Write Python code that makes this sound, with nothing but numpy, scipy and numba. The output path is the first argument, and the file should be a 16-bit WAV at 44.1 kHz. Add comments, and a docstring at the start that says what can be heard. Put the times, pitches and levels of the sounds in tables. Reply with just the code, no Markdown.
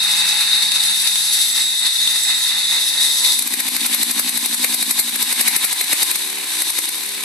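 """A surging engine drone under a ringing, rattling blade: a two-stroke cut-off saw runs free by a house.
The piston forces the blade into its resonant modes, the casing hisses and the exhaust rasps.
After about 3.4 s the saw drops to a lumpy idle: the intake excites the air box on every turn, but
only every few turns does the cylinder fire, with a sharp bark. Twice it briefly purrs evenly.
The pavement scatters the sound, and the house returns a faint echo."""
import sys
import numpy as np
from scipy import signal
from scipy.fft import rfft, irfft
from scipy.io import wavfile
from scipy.ndimage import uniform_filter1d, minimum_filter1d
from numba import njit

SR = 44100
rng = np.random.default_rng(int(sys.argv[2]) if len(sys.argv) > 2 else 0)


def persist_wave(psi):
    """Save psi, clipped to +-1, as 16-bit WAV."""
    counts = np.round(np.clip(psi, -1, 1) * 32767).astype(np.int16)
    wavfile.write(sys.argv[1], SR, np.atleast_2d(counts).T)


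N = 319284
T = np.arange(N) / SR

# Spectrum of the casing's hiss. Each row: frequency in Hz, relative level in dB.
HISS_SPECTRUM = [(1940, -60), (3300, -12), (3450, -15), (3670, -3.5), (3800, -9), (4150, -10.5),
                 (5620, -11), (6360, -11), (6890, -20.5), (7800, -9), (9000, -16), (9690, -9), (10400, -7),
                 (13500, -22.5), (14500, -43)]
# Spectrum of the exhaust's rasp. Each row: frequency in Hz, relative level in dB.
RASP_SPECTRUM = [(210, -9.5), (350, -19.5), (462, -21.5), (507, -12), (546, -23), (651, -16.5), (707, -13),
                 (859, -3), (1100, -8), (1420, -4.5), (1850, 2.5), (2050, 4), (2360, -3), (2590, 5.5),
                 (3200, -8.5), (4160, -17), (7040, -120)]
HUM_END_S, HUM_FADE_S = 1.33, .037
SETTLE_S, SETTLE_FADE_S = 1.72, .1  # the blade's modes shift as the saw settles


def undb(db):
    """Amplitude ratio of a level in decibels."""
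    return 10 ** (np.asarray(db) / 20)


def unit(x):
    """Normalisation to an rms of 1."""
    return x / np.sqrt(np.mean(x ** 2))


def curves(table):
    """Linear interpolation of each column over the times in the first."""
    times, *columns = np.transpose(table)
    return [np.interp(T, times, column) for column in columns]


def step(at_s, fade_s):
    """Smooth transition from 0 to 1 around a moment."""
    return .5 + .5 * np.tanh((T - at_s) / fade_s)


def swells(rows):
    """Sum of Gaussian level changes in dB; each length is the width at half height."""
    return sum(db * .5 ** ((2 * (T - centre) / length) ** 2) for centre, length, db in rows)


def noise():
    """Gaussian white noise."""
    return rng.standard_normal(N)


def walk(rate_hz):
    """Smooth random fluctuation with a spread near 1."""
    hold = int(SR / rate_hz)
    return 1.33 * uniform_filter1d(np.repeat(rng.standard_normal(N // hold + 1), hold), hold)[:N]


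def highpass(x, order, hz):
    """Butterworth attenuation below a cut-off frequency."""
    return signal.sosfilt(signal.butter(order, hz, "high", fs=SR, output="sos"), x)


def colour(x, spectrum, closed=True):
    """Spectral shaping by (Hz, dB) points; closed ends fall away steeply."""
    hz, db = np.transpose(spectrum)
    log_f = np.log(np.maximum(np.fft.rfftfreq(2 * N, 1 / SR), 1))
    beyond = np.abs(log_f - np.clip(log_f, np.log(hz[0]), np.log(hz[-1])))
    gain = undb(np.interp(log_f, np.log(hz), db) - closed * 60 * beyond)
    taps = np.roll(irfft(gain), 1024)[:2048] * np.hanning(2048)
    return signal.fftconvolve(x, taps)[1024:1024 + N]


@njit
def resonator(x, hz, width_hz):
    """A damped oscillator: band-pass response about a moving natural frequency."""
    y, band_state, low_state = np.empty(len(x)), 0., 0.
    for i in range(len(x)):
        tuning, damping = np.tan(np.pi * hz[i] / SR), width_hz / hz[i]
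        band = (band_state + tuning * (x[i] - low_state)) / (1 + tuning * (tuning + damping))
        band_state = 2 * band - band_state
        low_state += 2 * tuning * band
        y[i] = damping * band
    return y


def per_cycle(cycles, scatter_db):
    """Cycle-to-cycle variation: a random gain held for one cycle."""
    gains = undb(scatter_db * rng.standard_normal(2048).clip(-2, 1.2))
    return gains[np.floor(cycles).astype(int) % 2048]


def chatter(cycles, decay, scatter_db, steady):
    """Amplitude-modulated noise: it flares each cycle and decays towards a steady rush."""
    return noise() * (steady + np.exp(-(cycles % 1) / decay) * per_cycle(cycles, scatter_db))


def bursts(times, levels_db, rise_s, decay_s, hold_s=0):
    """Noise transients with exponential rise and decay, which add in power."""
    power = np.zeros(N)
    for at_s, db in zip(times, levels_db):
        near = slice(*np.searchsorted(T, [at_s - .02, at_s + .08]))
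        age = T[near] - at_s
        envelope = np.exp(np.minimum(age / rise_s, (hold_s - age) / decay_s).clip(None, 0))
        power[near] += (undb(db) * envelope) ** 2
    return np.sqrt(power) * noise()


def harmonic(turns, order, db, waver_db=1.3):
    """A sinusoid at one multiple of the crank speed, wavering in level."""
    return np.sqrt(2) * np.sin(2 * np.pi * (order * turns + rng.random())) * undb(db + waver_db * walk(6.4))


def outdoor_air():
    """Ambient noise: a faint, low rush of fluctuating level."""
    # Each row: frequency in Hz, relative level in dB.
    spectrum = [(25, -11), (60, -19), (110, 5.5), (200, 16), (500, -18), (2000, -16), (10000, -23)]
    return unit(colour(noise(), spectrum)) * undb(-59.5 + 2 * walk(4.23))


def outdoors(near_face, far_face, scatter_s, house_db, house_s):
    """Scattering from the pavement makes the sides differ; reflection adds an echo and a faint tail."""
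    # Stereo width. Each row: frequency in Hz, gain of the side signal in dB.
    width = [(100, -9), (200, -29), (350, 0.5), (620, 15.5), (1200, -3.5), (2400, 2.5), (4500, 2),
             (8000, 3), (13000, 4)]
    wall_s, wall_db = .01025, -19
    t = T[:SR // 3]
    pavement, *house_echoes = rng.standard_normal((3, len(t)))
    # a quarter-cycle shift makes some frequencies lead on the left and others on the right
    lead = np.sign(rfft(pavement * np.exp(-t / scatter_s)).real)
    scatter = np.roll(irfft(1j * lead), 512)[:1024] * np.hanning(1024)
    incident = near_face + colour(.75 * far_face - .35 * near_face, [(1200, 0), (15000, 0)])
    side = colour(signal.fftconvolve(incident, scatter)[512:512 + N], width, closed=False)
    wall = undb(wall_db) * np.interp(T - wall_s, T, near_face, left=0)
    ears = []
    for sign, echoes in zip((1, -1), house_echoes):
        tail = echoes * np.exp(-t / house_s) * (t > .008)
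        house = undb(house_db) * signal.fftconvolve(near_face, tail / np.linalg.norm(tail))[:N]
        ears.append(near_face + sign * side + wall + highpass(house, 2, hz=500) + outdoor_air())
    return np.array(ears)


def hum(hz=209.8, wobble=.0041, level_db=-50):
    """Beating: a wavering hum throbs against the drone, then dies away."""
    # Each row: harmonic number, relative level in dB.
    partials = [(1, 0), (4, -10), (5, 1)]
    phase = 2 * np.pi * np.cumsum(hz * (1 + wobble * walk(30.1))) / SR
    wave = sum(np.sin(k * phase) * undb(db + 2 * walk(19.6)) for k, db in partials)
    return unit(wave) * undb(level_db) * (1 - step(HUM_END_S, HUM_FADE_S))


def blade_song(rest_db=-37):
    """Narrow resonance: two high blade modes swell and fade as the saw shifts on the ground."""
    # Each row: centre in seconds, length in seconds, rise of the lower and of the upper mode in dB.
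    spells = [(1.03, 0.6, 0, 7.5), (1.62, 0.44, 7.5, 5), (2.26, 0.2, 10, 2), (3.2, 0.4, 6.5, 5)]
    # Each row: frequency in Hz, bandwidth in Hz, an unused level in dB.
    modes = [(7772, 45, 0), (10003, 35, 0)]
    centres, lengths, *rises = np.transpose(spells)
    song = 0
    for (hz, width_hz, _), rise_db in zip(modes, rises):
        ringing = signal.lfilter(*signal.iirpeak(hz, hz / width_hz, fs=SR), noise())
        song += unit(ringing) * undb(rest_db + swells(zip(centres, lengths, rise_db)))
    return song


def blade_notes(wander=.003, flutter_db=2.5):
    """Forced vibration: the engine sustains two blade modes as slightly unsteady tones."""
    # Each row: frequency in Hz, shift once settled in Hz, relative level in dB at first and once settled.
    notes = [(3565, -32, -36, -33.5), (3787, 40, -31.5, -32)]
    settled, tones = step(SETTLE_S, SETTLE_FADE_S), 0
    for hz, shift_hz, first_db, later_db in notes:
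        cycles = np.cumsum((hz + shift_hz * settled) * (1 + wander * walk(30))) / SR
        db = first_db + (later_db - first_db) * settled + flutter_db * (walk(6) + walk(50))
        tones += np.sin(2 * np.pi * cycles) * undb(db)
    return tones


def blade_ring(force):
    """Modal response of a stiff disc: its modes wander as it turns; it radiates little below the first."""
    # Each row: frequency in Hz, bandwidth in Hz, gain in dB, shift once settled in Hz.
    modes = [(3590, 36, 6, -31), (3717, 55, 7.5, -8), (3778, 48, 9, 50), (3932, 97, 2, -39),
             (4130, 70, -1, -10), (4336, 70, -4, 15), (4415, 52, -0.5, 9), (4586, 65, -3.5, -6),
             (5085, 130, -8, 24), (5780, 34, -10.5, 8), (6210, 20, -7.5, 7), (6530, 23, -5, 16),
             (7510, 14, -12, 7), (8170, 56, -12, 9), (8240, 110, -5.5, -12)]
    settled, drift = step(SETTLE_S, SETTLE_FADE_S), .0012 * walk(8)
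    ringing = 0
    for k, (hz, width_hz, db, shift_hz) in enumerate(modes):
        sign = (-1) ** k
        mode_hz = hz * (1 + sign * drift) + shift_hz * settled
        ringing += sign * undb(db) * resonator(force, mode_hz, float(width_hz))
    return highpass(ringing, 10, hz=3400)


def ticks(per_s, scatter_db):
    """A Poisson process: loose parts touch the blade and guard at random, with uneven force."""
    contacts = rng.random(N) < per_s / SR
    return unit(contacts * np.sign(noise()) * undb(scatter_db * noise().clip(-2, 1.5)))


def guard_knocks():
    """Impact excitation: hard blows of the guard ring the blade and the rest of the saw."""
    # Each row: time in seconds, relative peak level in dB.
    knocks = [(.0997, -4), (0.29, 3), (0.341, 3), (0.407, 6), (0.62, 5), (0.7176, 7.5), (0.7735, -12),
              (0.834, 8), (1.0717, 9), (1.1552, 7), (1.8666, 3), (2.0732, 7), (2.1266, -13), (2.762, -1),
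              (3.246, 11), (3.2981, 3), (3.319, 6.5), (3.807, 3), (3.934, 0)]
    times, levels_db = np.transpose(knocks)
    blows = bursts(times + .0015, levels_db, rise_s=.0006, decay_s=.002)
    body = undb(-4.5) * colour(blows, HISS_SPECTRUM) + undb(-20) * colour(blows, RASP_SPECTRUM)
    return undb(-3) * blade_ring(blows) + body


def drone(turns, surge_db, dip_db):
    """Harmonic series of the crank: odd orders grow as the hum dies, high ones surge most, low ones dip."""
    # Each row: multiple of the crank speed, relative level in dB during the hum and after it.
    orders = [(2, -55, -59), (3, -68, -57.5), (4, -60.5, -60.5), (5, -80, -72), (6, -66, -64.5),
              (7, -80, -70), (8, -60.5, -63), (9, -80, -67), (10, -55.5, -62), (11, -75, -60.5),
              (12, -55, -56.5), (13, -80, -67), (14, -64, -63), (15, -80, -68), (16, -58, -59),
              (18, -58, -66), (20, -54, -66), (22, -55, -49.5), (23, -70, -58), (24, -57, -48),
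              (25, -62, -49), (26, -70, -60), (31, -46, -60)]
    # Slow changes. Each row: time in seconds, gain of all orders in dB, extra for orders 4 to 15 in dB.
    trend = [(0, -1, 2), (1.25, -0.5, -3.5), (1.6, 1.5, -4.5), (2.1, 3, -4.5), (2.5, 3, 0.5),
             (3.35, 1.5, 5.5)]
    trend_db, middle_db = curves(trend)
    after_hum, tones = step(HUM_END_S, HUM_FADE_S), 0
    for order, first_db, later_db in orders:
        base_db = first_db + (later_db - first_db) * after_hum + trend_db
        swing_db = .7 * surge_db + dip_db if order <= 8 else 1.5 * surge_db
        tones += harmonic(turns, order, base_db + swing_db + (4 <= order <= 15) * middle_db)
    return tones


def fast_running():
    """Periodic forcing: the piston shakes the saw twice a turn; blade, casing and exhaust surge as one."""
    # Each row: time in seconds, crank speed in Hz.
    speed = [(0, 84.25), (.4, 84.05), (1.3, 83.9), (1.45, 83.55), (1.66, 83.5), (1.87, 83.1), (2.3, 83.25),
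             (2.55, 83.5), (3.3, 83.3)]
    # Between surges. Each row: time in seconds, relative levels of blade, hiss and rasp in dB.
    levels = [(0, -19, -27, -30), (.35, -23, -27, -32), (.68, -18.5, -26.5, -30.5),
              (1.25, -21.5, -21, -31.5), (1.7, -21.5, -23.5, -34), (1.95, -20.5, -26, -32.5),
              (2.2, -21.5, -22.5, -33), (2.55, -20.5, -25.5, -31.5), (3.3, -22, -22.5, -35)]
    # Each row: centre in seconds, length in seconds, rise in dB that each layer scales by its own factor.
    surges = [(.3, 0.53, 6.5), (.54, 0.055, 2.5), (.63, 0.015, 3.5), (.76, 0.02, 5.5), (.87, 0.13, 3),
              (1.06, 0.025, 6), (1.36, 0.083, 3), (1.59, 0.058, 5), (1.855, 0.053, 6.5), (2.06, 0.18, 2.5),
              (2.16, 0.025, 5), (2.31, 0.05, 8), (2.53, 0.12, 3.5), (2.75, 0.084, 6), (3.02, 0.11, 5),
              (3.27, 0.12, 5.5)]
    # Each row: centre in seconds, length in seconds, change of the low drone in dB.
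    dips = [(1.785, .04, -16), (1.935, .08, -16), (2.44, 0.083, -5), (2.64, 0.089, -3)]
    blade_db, hiss_db, rasp_db = curves(levels)
    surge_db, dip_db = swells(surges), swells(dips)
    turns = np.cumsum(curves(speed)[0] * (1 + .0003 * walk(25))) / SR
    shake = unit(chatter(2 * turns + .25 * walk(60), decay=.32, scatter_db=2.5, steady=.3))
    rattle = ticks(per_s=900, scatter_db=7.7)
    blade = unit(blade_ring(shake + rattle)) * undb(blade_db - 1.33 + .8 * surge_db)
    rush = chatter(2 * turns + .31 * walk(60), decay=1, scatter_db=-.5, steady=1)
    hiss = unit(colour(rush, HISS_SPECTRUM)) * undb(hiss_db + .3 * surge_db + 1.9 * walk(40))
    puffs = chatter(2 * turns + .24 * walk(60), decay=1, scatter_db=4, steady=1)
    rasp_swing_db = .85 * surge_db + .25 * dip_db + .52 * walk(29.23)
    rasp = unit(colour(puffs, RASP_SPECTRUM)) * undb(rasp_db - 2 + rasp_swing_db)
    notes = blade_notes() * undb(.4 * surge_db)
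    return blade + notes + hiss + rasp + drone(turns, surge_db, dip_db)


def firings(free_turns, even):
    """Intermittent combustion: single barks, and a soft firing every second turn in the even spells."""
    # Each row: time in seconds, relative levels of bark and thud in dB.
    lumpy = [(3.39, -11.5, -34), (3.423, -16.5, -30), (3.474, -18, -28.5), (3.5378, -14.5, -26),
             (3.6026, -15, -22.5), (3.6839, -17, -39), (3.7638, -14.5, -27), (3.8614, -13.5, -21),
             (3.9444, -12, -19.5), (4.0289, -10.5, -28), (4.1107, -14, -27), (4.1945, -10.5, -19.5),
             (4.2923, -14.5, -34), (4.374, -16, -30), (4.4587, -13.5, -28), (4.5441, -16, -31),
             (4.644, -10, -13.5), (4.7433, -13, -41), (4.8256, -13, -26), (4.9089, -10.5, -20.5),
             (4.9927, -4.5, -20), (5.093, -20, -34), (5.158, -18, -26), (5.2252, -12, -29),
             (5.3258, -13, -27), (5.4094, -8, -18), (5.4783, -6.5, -13.5), (5.5624, -9.5, -21.5),
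             (5.646, -8, -21), (5.7278, -15, -33), (5.8108, -14, -20.5), (5.841, -21, -29),
             (5.9287, -9.5, -16), (6.0286, -9, -25), (6.112, -14.5, -19.5), (6.1577, -17, -23.5),
             (6.6189, -14.5, -22), (6.7022, -16.5, -45), (6.787, -13, -23), (6.854, -22, -38),
             (6.8892, -19, -28)]
    soft_bark_db, soft_thud_db = -26.5, -41
    second_turn = np.diff(np.floor(free_turns / 2), prepend=0) > 0
    times = T[second_turn & (even > .9)]
    scatter_db = 3 * rng.standard_normal(len(times))
    soft = np.column_stack([times, soft_bark_db + scatter_db, soft_thud_db + scatter_db])
    rows = np.vstack([lumpy, soft])
    return rows[np.argsort(rows[:, 0])].T


def crank(fire_s, free_turns):
    """Phase locking: the crank's turns are nudged so that every firing falls on a whole turn."""
    at_firing = np.interp(fire_s, T, free_turns)
    whole_turns = np.cumsum(np.round(np.diff(at_firing, prepend=0)))
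    return free_turns + np.interp(T, fire_s, whole_turns - at_firing)


def lulls(fire_s, bark_db, onset_s=.0063, lull_s=.026, build_s=.024):
    """Level modulation: a drop in dB after each firing and a swell before it, growing with its force."""
    force = undb(.5 * bark_db)
    following = np.searchsorted(fire_s, T)
    last, coming = np.maximum(following - 1, 0), np.minimum(following, len(fire_s) - 1)
    age = np.abs(T - fire_s[last])
    sink = force[last] * (1 - np.exp(-age / onset_s)) * np.exp(-(age / lull_s) ** 2)
    build = force[coming] * np.exp(-((fire_s[coming] - T) / build_s) ** 2)
    return 22 * uniform_filter1d(sink - .36 * build, size=100)


def intake(turns, fire_s, even, box_hz, width_hz=85.):
    """Cavity resonance: one uneven gulp of air a turn rings the air box."""
    jitter_turns = .022 * (1 - even) * walk(45)
    gulps = np.diff(np.floor(turns - .06 + jitter_turns), prepend=0).clip(0, 1)
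    gulps *= per_cycle(turns, scatter_db=2) ** (1 - .7 * even)
    # the gulps are weakest 18 % of the way from one firing to the next
    firing_phase = np.interp(T, fire_s, np.arange(len(fire_s)))
    choke_db = 12 * np.abs(np.cos(np.pi * (firing_phase - .18))) ** 3
    gulps *= undb(-choke_db * (1 - even))
    box = resonator(resonator(gulps, box_hz, width_hz), box_hz, width_hz)
    return unit(highpass(box, 4, hz=150))


def purr(turns):
    """Periodic flow: the exhaust pipe sounds low harmonics while the engine runs evenly."""
    # Each row: multiple of the crank speed, relative level in dB.
    orders = [(3, -5.5), (4, -0.5), (5, -2.5), (6, -3), (7, -13), (8, -14)]
    return unit(sum(harmonic(turns, order, db) for order, db in orders))


def clatter(turns):
    """Impact noise: the idling saw shakes once a turn, and loose parts ring the blade."""
    # Each row: frequency in Hz, relative level in dB.
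    spectrum = [(1880, -38), (3200, -7.5), (3390, -0.5), (3700, 3), (4500, -0.5), (5010, -3), (6370, -3.5),
                (7010, -10), (7510, -3), (8050, 2), (9080, -1), (11300, 0.5), (13400, -13), (14200, -13),
                (14500, -30)]
    rattle = ticks(per_s=310, scatter_db=1.2)
    shake = unit(chatter(turns, decay=.25, scatter_db=3, steady=3)) + .3 * rattle
    blade = unit(blade_ring(rattle + .5 * noise()))
    return undb(.4) * unit(colour(shake, spectrum)) + undb(-5.5) * blade


def muffler(turns):
    """Acoustic filtering: the muffler colours one puff of gas a turn."""
    # Each row: frequency in Hz, relative level in dB.
    spectrum = [(180, -12.5), (300, -8.5), (548, -22), (770, -6), (905, -4.5), (1020, 0), (1130, -7.5),
                (1390, -8.5), (1650, -1.5), (2170, 1), (3050, -2), (3300, -10), (4290, -51), (7260, -120)]
    return unit(colour(chatter(turns, decay=.3, scatter_db=2.5, steady=1), spectrum))


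def barks(fire_s, bark_db, thud_db):
    """Pressure transients: each firing gives a sharp crack and a slower, duller thud."""
    # In both spectra, each row: frequency in Hz, gain in dB.
    crack_spectrum = [(170, 0.5), (300, 0), (550, -7), (950, 0.5), (1400, -6), (2200, 9), (3100, -21),
                      (3900, 11), (5500, 3.5), (7000, 3.5), (8300, 11), (11500, 13), (14000, 1)]
    thud_spectrum = [(200, -12), (320, -1.5), (550, -8), (950, -5), (1400, -1.5), (2300, 8), (3000, -5)]
    blast = bursts(fire_s + .0005, bark_db, rise_s=.0005, decay_s=.0034, hold_s=.0028)
    crack = colour(blast, crack_spectrum) * undb(-6.5)
    push = bursts(fire_s + .0011, thud_db, rise_s=.0032, decay_s=.0046)
    thud = colour(push, thud_spectrum) * undb(6)
    return crack + highpass(thud, 3, hz=160)


def idling(lumpy_hz=60.3, speed_change_s=.05):
    """Inertia: the crank coasts a few turns between firings; in two spells it runs faster and evenly."""
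    # Each row: time in seconds, intake level in dB, air box resonance in Hz, clatter level in dB,
    # muffler level in dB; the levels are relative.
    course = [(3.4, -42.5, 258, -26.5, -34.5), (3.92, -37.5, 252, -23.5, -31), (4.4, -39, 246, -24.5, -34),
              (4.7, -37, 250, -23, -33.5), (5.05, -42.5, 246, -26.5, -35.5), (5.22, -41, 236, -23, -30.5),
              (5.5, -43, 230, -24, -28.5), (5.8, -54, 280, -25, -32), (6.0, -44.5, 322, -22, -29.5),
              (6.22, -50, 322, -25, -33.5), (6.4, -43, 324, -28, -31.5), (6.55, -46.5, 324, -23.5, -32),
              (6.85, -46.5, 330, -25.5, -34.5), (7.24, -56, 322, -28, -33.5)]
    # Spells of even running. Each row: start in seconds, end in seconds.
    even_spells = [(6.16, 6.48), (6.91, 7.3)]
    # Within those spells. Each row: time in seconds, crank speed in Hz, relative purr level in dB.
    even_run = [(6.16, 75.5, -46), (6.3, 75, -45), (6.34, 70.2, -43), (6.46, 69.6, -44), (6.91, 76, -51),
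                (7.02, 76.5, -50), (7.08, 68.3, -44), (7.24, 67.8, -43.5)]
    intake_db, box_hz, clatter_db, muffler_db = curves(course)
    even_hz, purr_db = curves(even_run)
    in_spell = sum(1. * ((T > start) & (T < end)) for start, end in even_spells)
    even = uniform_filter1d(in_spell, int(speed_change_s * SR))
    free_turns = np.cumsum(lumpy_hz + (even_hz - lumpy_hz) * even) / SR
    fire_s, bark_db, thud_db = firings(free_turns, even)
    turns, lull_db = crank(fire_s, free_turns), lulls(fire_s, bark_db)
    return (intake(turns, fire_s, even, box_hz) * undb(intake_db - 10 * even)
            + purr(free_turns) * undb(purr_db) * even
            + clatter(turns) * undb(clatter_db - lull_db)
            + muffler(turns) * undb(muffler_db + .33 - 1.11 * lull_db)
            + barks(fire_s, bark_db, thud_db))


def saw(drop_s=3.357):
    """Superposition: the fast run gives way to the idle in an equal-power fade, under the knocks."""
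    slow = step(drop_s, fade_s=.064)
    fast = fast_running() + hum() + blade_song()
    return np.sqrt(1 - slow) * fast + guard_knocks() + np.sqrt(slow) * idling()


def scene():
    """Partial coherence: the saw's near and far faces move in step, but each rattles in its own way."""
    return undb(-1.06) * outdoors(saw(), saw(), scatter_s=.016, house_db=-6.5, house_s=.023)


def limiter(x, ceiling_db):
    """Peak limiting: the gain ducks briefly around any peak above the ceiling."""
    gain = np.minimum(1, undb(ceiling_db) / (np.abs(x).max(axis=0) + 1e-9))
    return x * uniform_filter1d(minimum_filter1d(gain, size=64), size=64)


def record(dry):
    """Frequency response: two microphone ports colour the sides; peaks are limited and the top is cut."""
    # Each row: frequency in Hz, left minus right level in dB.
    imbalance = [(100, 2), (400, 3.5), (1200, 2), (3500, 2), (5500, 0.5), (7700, -9), (10000, 7.5),
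                 (13000, 9)]
    top_hz = 13950
    ports = [colour(x, [(hz, side * db / 2) for hz, db in imbalance], closed=False)
             for x, side in zip(dry, (1, -1))]
    held = limiter(np.array(ports), ceiling_db=-.2)
    return signal.sosfiltfilt(signal.ellip(8, .1, 50, top_hz, fs=SR, output="sos"), held)


dry = scene()
out = record(dry)
persist_wave(out)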